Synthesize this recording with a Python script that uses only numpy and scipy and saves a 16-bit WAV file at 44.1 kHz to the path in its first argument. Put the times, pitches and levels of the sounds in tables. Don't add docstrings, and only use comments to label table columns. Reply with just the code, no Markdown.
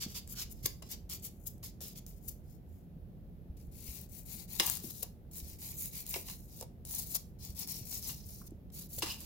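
import sys
import numpy as np
from scipy import signal
from scipy.fft import rfft, irfft
from scipy.io import wavfile
from scipy.ndimage import uniform_filter1d, map_coordinates

SR = 44100
rng = np.random.default_rng(int(sys.argv[2]) if len(sys.argv) > 2 else 0)


def wav_record(signal):
    frames = np.transpose(np.atleast_2d(signal))
    bounded = np.clip(frames, -1, 1)
    quanta = np.round(bounded * 32767).astype(np.int16)
    wavfile.write(sys.argv[1], SR, quanta)


N = 407925
TIME = np.arange(N) / SR
FREQ = np.maximum(np.arange(N // 2 + 1) * SR / N, 1)
ON_CARPET = TIME > 3.2


def feather():
    # frequency_hz, density_db
    barb_spectrum = [(4200, -42.5), (6000, -8), (6900, -3.5), (8500, -7.5), (10000, -2.5), (11200, -1.5),
                     (11900, -0.5), (13500, 0.5), (15500, 1), (16500, -7.5)]
    # frequency_hz, density_db
    flicked_spectrum = [(350, -38), (800, -13.5), (1200, -16), (1600, -18.5), (2100, -10), (2600, -10.5),
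                        (3100, -7), (4200, -5), (5150, 0.5), (5700, -2), (7200, -4.5), (8500, -11.5)]
    hiss_gain, rasp_gain = strokes()
    barbs = friction(rate=9000, spread_db=2.5, reflection=0.32, flutter_db=2.0)
    hiss = unit(colour(barbs, shape(barb_spectrum)))
    scrape = friction(rate=5000, spread_db=1.5, reflection=0.45, flutter_db=1.4)
    sharpened = unit(colour(hiss, 1 + 1.1 * resonance(12070, 320) + 0.33 * resonance(7200, 700)))
    flicked = hiss_gain * sharpened + rasp_gain * unit(colour(scrape, shape(flicked_spectrum)))
    ticks = ports(slips(rate=420, spread_db=2.0), slips(rate=420, spread_db=3.0), share=0.5)
    crackle = undb(-11.5) * unit(colour(ticks, shape(barb_spectrum)))
    dragged = hiss_gain * (hiss + crackle) + rasp_gain * dragged_vane(scrape)
    return np.where(ON_CARPET, dragged * snags(rate=83, size=0.75, decay_s=0.00043), flicked)


def strokes():
    # start_s, rise_s, fall_s, hiss_db, rasp_re_hiss_db, pan_db
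    sweeps = [(0, 0.024, 0.037, -45, 7.0, 4), (0.05, 0.068, 0.035, -56, 3.5, 5),
              (0.14, 0.033, 0.032, -42.5, 0.5, 3.5), (0.269, 0.057, 0.024, -47.5, -7, 7),
              (0.351, 0.068, 0.026, -42.5, 1.5, 4), (0.492, 0.032, 0.014, -50, -10, 8),
              (0.53, 0.075, 0.034, -63.5, -3, 3), (0.625, 0.04, 0.013, -41, -3.5, 2),
              (0.82, 0.052, 0.025, -65, 2, 3), (0.886, 0.042, 0.028, -43.5, -2.5, 8),
              (1.09, 0.025, 0.064, -41, -3, 6), (1.22, 0.032, 0.043, -42, -8, 6),
              (1.33, 0.18, 0.01, -62, -20, 16), (1.624, 0.017, 0.064, -46, -4.5, 4),
              (1.802, 0.018, 0.12, -47.5, -4, 5), (1.949, 0.029, 0.023, -49, -3.5, 6),
              (2.061, 0.007, 0.089, -55.5, -9.5, 8), (2.15, 0.018, 0.036, -61, -13, 14),
              (2.203, 0.12, 0.012, -53.5, -14, 16), (2.431, 0.096, 0.062, -66, -8, 18),
              (2.645, 0.11, 0.104, -71, -12, 4.5), (3.563, 0.01, 0.14, -64.5, -9.0, 12),
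              (3.711, 0.17, 0.067, -48.5, -8.5, 13), (3.885, 0.076, 0.11, -48, -8, 19),
              (4.086, 0.084, 0.078, -49.5, -10.5, 25), (4.25, 0.089, 0.042, -43.5, -8, 23.5),
              (4.363, 0.034, 0.067, -48, -5, 26), (4.475, 0.068, 0.11, -45.0, -4.5, 19),
              (4.586, 0.093, 0.13, -37.0, -7, 15), (4.79, 0.074, 0.095, -46.5, -8, 10),
              (4.914, 0.07, 0.073, -50, -8, 10), (5.309, 0.085, 0.029, -45.5, -10, 5),
              (5.4, 0.1, 0.082, -51, -6, 7), (5.583, 0.069, 0.11, -43.5, -7, 3),
              (5.738, 0.1, 0.069, -40, -12.5, 1), (5.905, 0.068, 0.075, -42.5, -7, 3),
              (6.048, 0.089, 0.098, -40.0, -8.5, 3), (6.221, 0.079, 0.075, -46.5, -5, 4),
              (6.361, 0.024, 0.14, -59.5, -10.5, 2), (6.479, 0.15, 0.02, -52, -5.5, 6),
              (6.848, 0.12, 0.12, -40.0, -8.5, 5.5), (7.06, 0.094, 0.02, -41, -9.5, 8),
              (7.385, 0.061, 0.1, -50.5, -2.5, 17), (7.545, 0.074, 0.045, -41.5, -5.5, 12),
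              (7.665, 0.025, 0.17, -42.5, -7, 11), (7.849, 0.11, 0.046, -39.5, -10.5, 8),
              (7.985, 0.11, 0.061, -40.5, -7.5, 7), (8.142, 0.028, 0.08, -56, -2.0, 5),
              (8.222, 0.081, 0.18, -51.5, -10.5, 4), (8.717, 0.064, 0.096, -46, -8.5, 2),
              (8.885, 0.066, 0.066, -45.5, -11, 1.5), (9.0, 0.1, 0.073, -47.5, 5.5, 5),
              (9.165, 0.058, 0.087, -50, -2, 1)]
    # centre_s, hiss_db, half_length_s, rasp_re_hiss_db, pan_db
    flicks = [(0.66, -28, 0.0018, 0.5, 3), (1.474, -36.5, 0.0069, -14, 8), (2.289, -35.5, 0.0059, -18.5, 6),
              (4.666, -31, 0.0026, -16, 18), (4.84, -45.5, 0.0035, -19, 15), (4.907, -47, 0.0032, -2, 14),
              (5.031, -37, 0.0043, -6, 19), (6.95, -47, 0.0039, -22, 11), (6.99, -36, 0.0044, -31, 7),
              (7.158, -32.5, 0.0079, -8, 11), (8.474, -54, 0.0053, -8.5, 2), (8.989, -37, 0.0045, -6.5, 3)]
    hiss_gain, rasp_gain = np.zeros((2, N)), np.zeros((2, N))
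    for start_s, rise_s, fall_s, hiss_db, rasp_db, pan_db in sweeps:
        push = undb(hiss_db) * stroke(start_s, rise_s, fall_s)
        hiss_gain += push * sides(pan_db)
        rasp_gain += push * (undb(rasp_db) * sides(0.33 * pan_db - 3.0))
    for centre_s, hiss_db, half_s, rasp_db, pan_db in flicks:
        push = undb(hiss_db) * swell(centre_s, half_s)
        hiss_gain += push * sides(pan_db)
        rasp_gain += push * undb(rasp_db)
    return hiss_gain, rasp_gain


def stroke(start_s, rise_s, fall_s, touch_s=0.0056, contact_share=0.2, speed_power=1.86):
    gain, moving = np.zeros(N), (TIME > start_s) & (TIME < start_s + rise_s + fall_s)
    t = TIME[moving] - start_s
    speed = np.sin(np.pi / 2 * np.interp(t, [0, rise_s, rise_s + fall_s], [0, 1, 0]))
    contact = np.clip(np.minimum(t, rise_s + fall_s - t) / touch_s, 0, 1)
    gain[moving] = contact * (contact_share + (1 - contact_share) * speed ** speed_power)
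    return gain


def friction(rate, spread_db, reflection, flutter_db):
    place = walk(4)
    lead_s = 0.00022 * (1 + 0.3 * place)
    pair = ports(slips(rate, spread_db), slips(rate, spread_db), share=0.85, lead_s=lead_s)
    echo_s = 0.000807 * np.exp(0.3 * place)
    pair = np.array([x + reflection * delay(x, echo_s * k) for x, k in zip(pair, (1, 1.25))])
    return pair * undb(flutter_db * walk(170))


def slips(rate, spread_db):
    sizes = undb(spread_db * np.clip(noise(), -3, 3))
    return unit((rng.random(N) < rate / SR) * noise() * sizes)


def dragged_vane(scrape):
    # frequency_hz, density_db
    dragged_spectrum = [(350, -16.5), (800, -6.5), (1100, -14.5), (1650, -19), (2000, -14), (2700, -11),
                        (3250, -9.5), (4100, -0.5), (4700, -1.5), (5500, -7.5), (6900, -4.5), (8500, -12)]
    # time_s, papery_re_rasp_db, thin_re_rasp_db
    vane_tones = [(4.0, -9, -3.5), (4.5, -11, -13), (4.9, -21.5, -2), (5.4, -12.5, -1.5), (5.7, -13, -11),
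                  (6.2, -8.5, -6.5), (6.55, -22, -1.5), (7.5, -22.5, -3.5), (7.801, -11, 3.5),
                  (8.1, -16.5, 0.5), (8.4, -15, 3.5), (9.1, -18, -10)]
    times_s, *levels_db = np.transpose(vane_tones)
    papery_db, thin_db = (np.interp(TIME, times_s, db) for db in levels_db)
    shaft = friction(rate=3800, spread_db=1.5, reflection=0.43, flutter_db=3.5)
    rasp = unit(colour(scrape, shape(dragged_spectrum)))
    papery = undb(papery_db) * unit(colour(shaft, resonance(hz=2410, width_hz=1300) ** 3))
    thin = undb(thin_db) * unit(colour(shaft, resonance(hz=5470, width_hz=1500) ** 2))
    return unit(rasp + papery + thin)


def snags(rate, size, decay_s):
    jolts = (rng.random(N) < rate / SR) * rng.exponential(size, N)
    surges = signal.lfilter([1], [1, -np.exp(-1 / (decay_s * SR))], np.minimum(jolts, 3))
    return unit(1 + surges)


def bright_ticks(decay_s=0.00079):
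    # time_s, level_db, pan_db
    transients = [(0.2765, -36, 3), (.825, -37.5, -6), (1.0979, -29, 9), (1.198, -48, 10),
                  (1.581, -52.5, 10), (1.807, -38.5, 10), (2.065, -37.5, 5), (4.6989, -15, 15),
                  (4.753, -27, 14), (4.7716, -27, 19), (5.3137, -49, 7), (5.3345, -40, 7), (5.356, -37, 1),
                  (5.383, -31, -8), (6.0657, -30.5, 6), (6.299, -32, -3), (6.611, -28.5, 3.5),
                  (6.6265, -34, 5), (6.8518, -33.5, 4), (7.504, -38.5, -4), (8.508, -49, 1),
                  (9.2054, -34.5, 2)]
    force = sum(undb(db) * sides(pan_db) * blow(s, decay_s) for s, db, pan_db in transients)
    tick_spectrum = shape([(800, -15), (3000, -16.5), (7000, 4), (16000, 1.0)])
    return force * unit(colour(ports(noise(), noise(), share=0.77), tick_spectrum))


def wand():
    # time_s, clack_db, thud_db, thud_hz, decay_s, pan_db
    knocks = [(.063, -62, -43.5, 370, 0.0026, 0), (0.658, -36, -38.5, 383, 0.0032, 20),
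              (0.822, -49, -52.5, 700, 0.0086, 9), (1.63, -56, -63.5, 1050, .012, 2),
              (1.806, -70, -56, 480, 0.028, 2), (4.598, -20, -35.5, 893, 0.0067, 4),
              (4.6, -44, -35, 327, 0.0074, 2), (4.619, -43, -50, 900, 0.066, -2),
              (4.672, -40.5, -50, 900, 0.0089, -2), (4.838, -68, -46, 312, 0.021, -2),
              (5.026, -53.5, -49.5, 596, 0.019, 1), (6.14, -37, -48.5, 796, 0.0076, 3.5),
              (6.159, -42, -37, 530, 0.0078, -3), (6.285, -40.5, -60, 900, 0.0033, -1),
              (6.299, -46, -66, 1000, 0.0034, 3.5), (6.611, -56, -45, 600, .005, -4),
              (6.624, -54.5, -42.5, 725, 0.0058, 5.5), (7.151, -53, -55, 721, 0.0086, 3.5),
              (8.093, -47.5, -62, 1000, 0.014, 4), (8.702, -61.5, -67, 903, 0.0023, -5.5),
              (8.98, -59, -45, 537, 0.0051, 4.5), (9.022, -33, -39, 960, 0.015, 1.5),
              (9.025, -48, -37, 363, 0.013, 0), (9.059, -47, -55.5, 980, 0.063, 0)]
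    # pitch_hz, width_hz, relative_db
    modes = [(1126, 120, 1.5), (1750, 110, -6.5), (2070, 160, -4), (2420, 140, -4.5), (2850, 170, 3.5),
             (3220, 120, 0), (3650, 260, -4.5), (4030, 470, -3.5), (5020, 620, 0.5), (6100, 280, -9.5),
             (7500, 300, -6.5)]
    chatter = ports(slips(20000, 1.5), slips(20000, 1.7), share=0.99)
    clack = chatter * sum(undb(db) * sides(pan_db) * blow(s, decay_s)
                          for s, db, _, _, decay_s, pan_db in knocks)
    ring = sum(undb(db) * resonance(hz, width_hz) for hz, width_hz, db in modes)
    ring += undb(-11.5) * resonance(9000, 7500)
    thuds, shake = np.zeros(N), noise()
    for s, _, db, hz, decay_s, _ in knocks:
        hollow = signal.butter(2, [0.69 * hz, 1.23 * hz], "bandpass", fs=SR, output="sos")
        force = blow(s, decay_s)
        thuds += undb(db) * np.std(force) * unit(signal.sosfilt(hollow, shake * (force + 1e-18)))
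    return colour(clack, ring / np.std(ring)) + thuds


def chirps():
    # centre_s, pitch_hz, level_db, half_length_s
    catches = [(0.344, 1400, -63.5, .003), (0.393, 1510, -62.5, 0.018), (6.146, 2250, -46.5, 0.0067),
               (8.419, 1190, -58, 0.0043), (9.027, 2830, -45, 0.0047), (9.108, 5150, -43, .006),
               (9.11, 2810, -44, 0.017)]
    roughness = undb(walk(250))
    return roughness * sum(undb(db) * swell(s, half_s) * noise_band(hz, width_hz=390)
                           for s, hz, db, half_s in catches)


def bumps():
    # start_s, unfiltered_db, pitch_hz
    impacts = [(.062, -32, 199), (0.449, -41, 59), (0.643, -33, 115), (1.61, -42.5, 110), (2.28, -38.5, 78),
               (2.966, -37, 164), (3.498, -34, 66.2), (3.679, -40.5, 45), (3.888, -34.5, 65),
               (4.844, -39, 200), (5.426, -35, 68), (5.53, -39.5, 73), (7.495, -35.5, 60),
               (7.813, -34.5, 110), (8.149, -42, 135), (8.26, -39.5, 90), (8.52, -35, 315),
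               (8.976, -37.5, 121)]
    thumps = sum(undb(db) * blow(s, 1.3 / hz) * np.sin(2 * np.pi * hz * (TIME - s))
                 for s, db, hz in impacts)
    return signal.sosfilt(signal.butter(2, 500, fs=SR, output="sos"), thumps)


def room(pair, far_db=-10.5, near_db=-12.5):
    weights = np.array([walk(9) for _ in range(4)])
    weights = weights / np.linalg.norm(weights, axis=0)
    source = pair.sum(axis=0) / np.sqrt(2) * undb(np.where(ON_CARPET, near_db, far_db))
    return sum(reverberation(source * weight) for weight in weights)


def reverberation(x, dull_t60_s=0.26, treble_t60_s=0.3):
    t = TIME[:SR // 2]
    tails = rng.standard_normal((2, len(t)))
    dull = signal.sosfiltfilt(signal.butter(2, 6500, fs=SR, output="sos"), tails)
    response = dull * undb(-60 * t / dull_t60_s) + 0.35 * (tails - dull) * undb(-60 * t / treble_t60_s)
    response *= t > 0.004
    response /= np.sqrt(np.sum(response ** 2) / 2)
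    return signal.fftconvolve(x[None], response, axes=1)[:, :N]


def house(level_db=-51, wander_db=0.7):
    # frequency_hz, density_db
    house_spectrum = [(20, -37), (32, -19), (42, 3.5), (60, -3.5), (78, 4), (98, -5.5), (125, -3.5),
                      (200, -4.5), (270, -13.5), (360, -16), (720, -27.5), (1050, -40.5), (3800, -49.5),
                      (8500, -59), (12000, -46.5), (16000, -47.5)]
    apart = np.clip(shape([(40, -3.5), (130, -13.5), (500, -7.5), (1500, 5.0), (4000, 0.5)]), 0, 1)
    common = colour(noise(), shape(house_spectrum))
    opposed = np.array([[1], [-1]]) * colour(noise(), shape(house_spectrum) * apart)
    pan_db = np.interp(FREQ, [70, 140, 300], [-5, -1.5, 0])
    air = unit(colour(common + opposed, sides(pan_db)))
    rumble = colour(air, shape([(250, -4.5), (700, -51.5)]))
    wander = undb(wander_db * walk(5))
    hum = sum(undb(db) * noise_band(hz, width_hz=14)
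              for hz, db in [(46, -62.5), (119, -65), (170, -64.5)])
    return undb(level_db) * (air - rumble + rumble * wander) + hum * sides(2.5)


def ports(x, scattered, share, lead_s=0.00024):
    return np.array([x, -np.sqrt(1 - share) * delay(x, lead_s) + np.sqrt(share) * scattered])


def sides(pan_db):
    gains = undb(np.array([[1], [-1]]) * pan_db / 2)
    return gains / np.sqrt(np.mean(gains ** 2, axis=0))


def delay(x, lag_s):
    return map_coordinates(x, [np.arange(N) - lag_s * SR], order=2)


def swell(centre_s, half_s):
    gain, near = np.zeros(N), np.abs(TIME - centre_s) < 6 * half_s
    gain[near] = np.exp(-((TIME[near] - centre_s) / half_s) ** 2 / 2)
    return gain


def blow(start_s, decay_s):
    gain, near = np.zeros(N), (TIME >= start_s) & (TIME < start_s + 10 * decay_s)
    gain[near] = np.exp(-(TIME[near] - start_s) / decay_s)
    return gain


def resonance(hz, width_hz):
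    return 1 / (1 + 1j * (FREQ ** 2 - hz ** 2) / (FREQ * width_hz))


def shape(points):
    hz, db = np.transpose(points)
    return undb(np.interp(np.log(FREQ), np.log(hz), db))


def colour(x, response):
    return irfft(rfft(x) * response, N)


def noise_band(hz, width_hz):
    return unit(colour(noise(), resonance(hz, width_hz) ** 2))


def noise():
    return rng.standard_normal(N)


def walk(rate):
    hold = int(SR / rate)
    steps = np.repeat(rng.standard_normal(N // hold + 1), hold)
    return 1.3 * uniform_filter1d(uniform_filter1d(steps, hold), hold)[:N]


def undb(db):
    return 10 ** (np.asarray(db) / 20)


def unit(x):
    return x / np.sqrt(np.mean(x ** 2))


def scene():
    toy = feather() + bright_ticks() + wand() + chirps()
    return toy + room(toy) + bumps() + house()


def record(dry, top_hz=15900):
    return signal.sosfilt(signal.ellip(10, 0.2, 80, top_hz, fs=SR, output="sos"), dry)


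dry = scene()
out = record(dry)
wav_record(out)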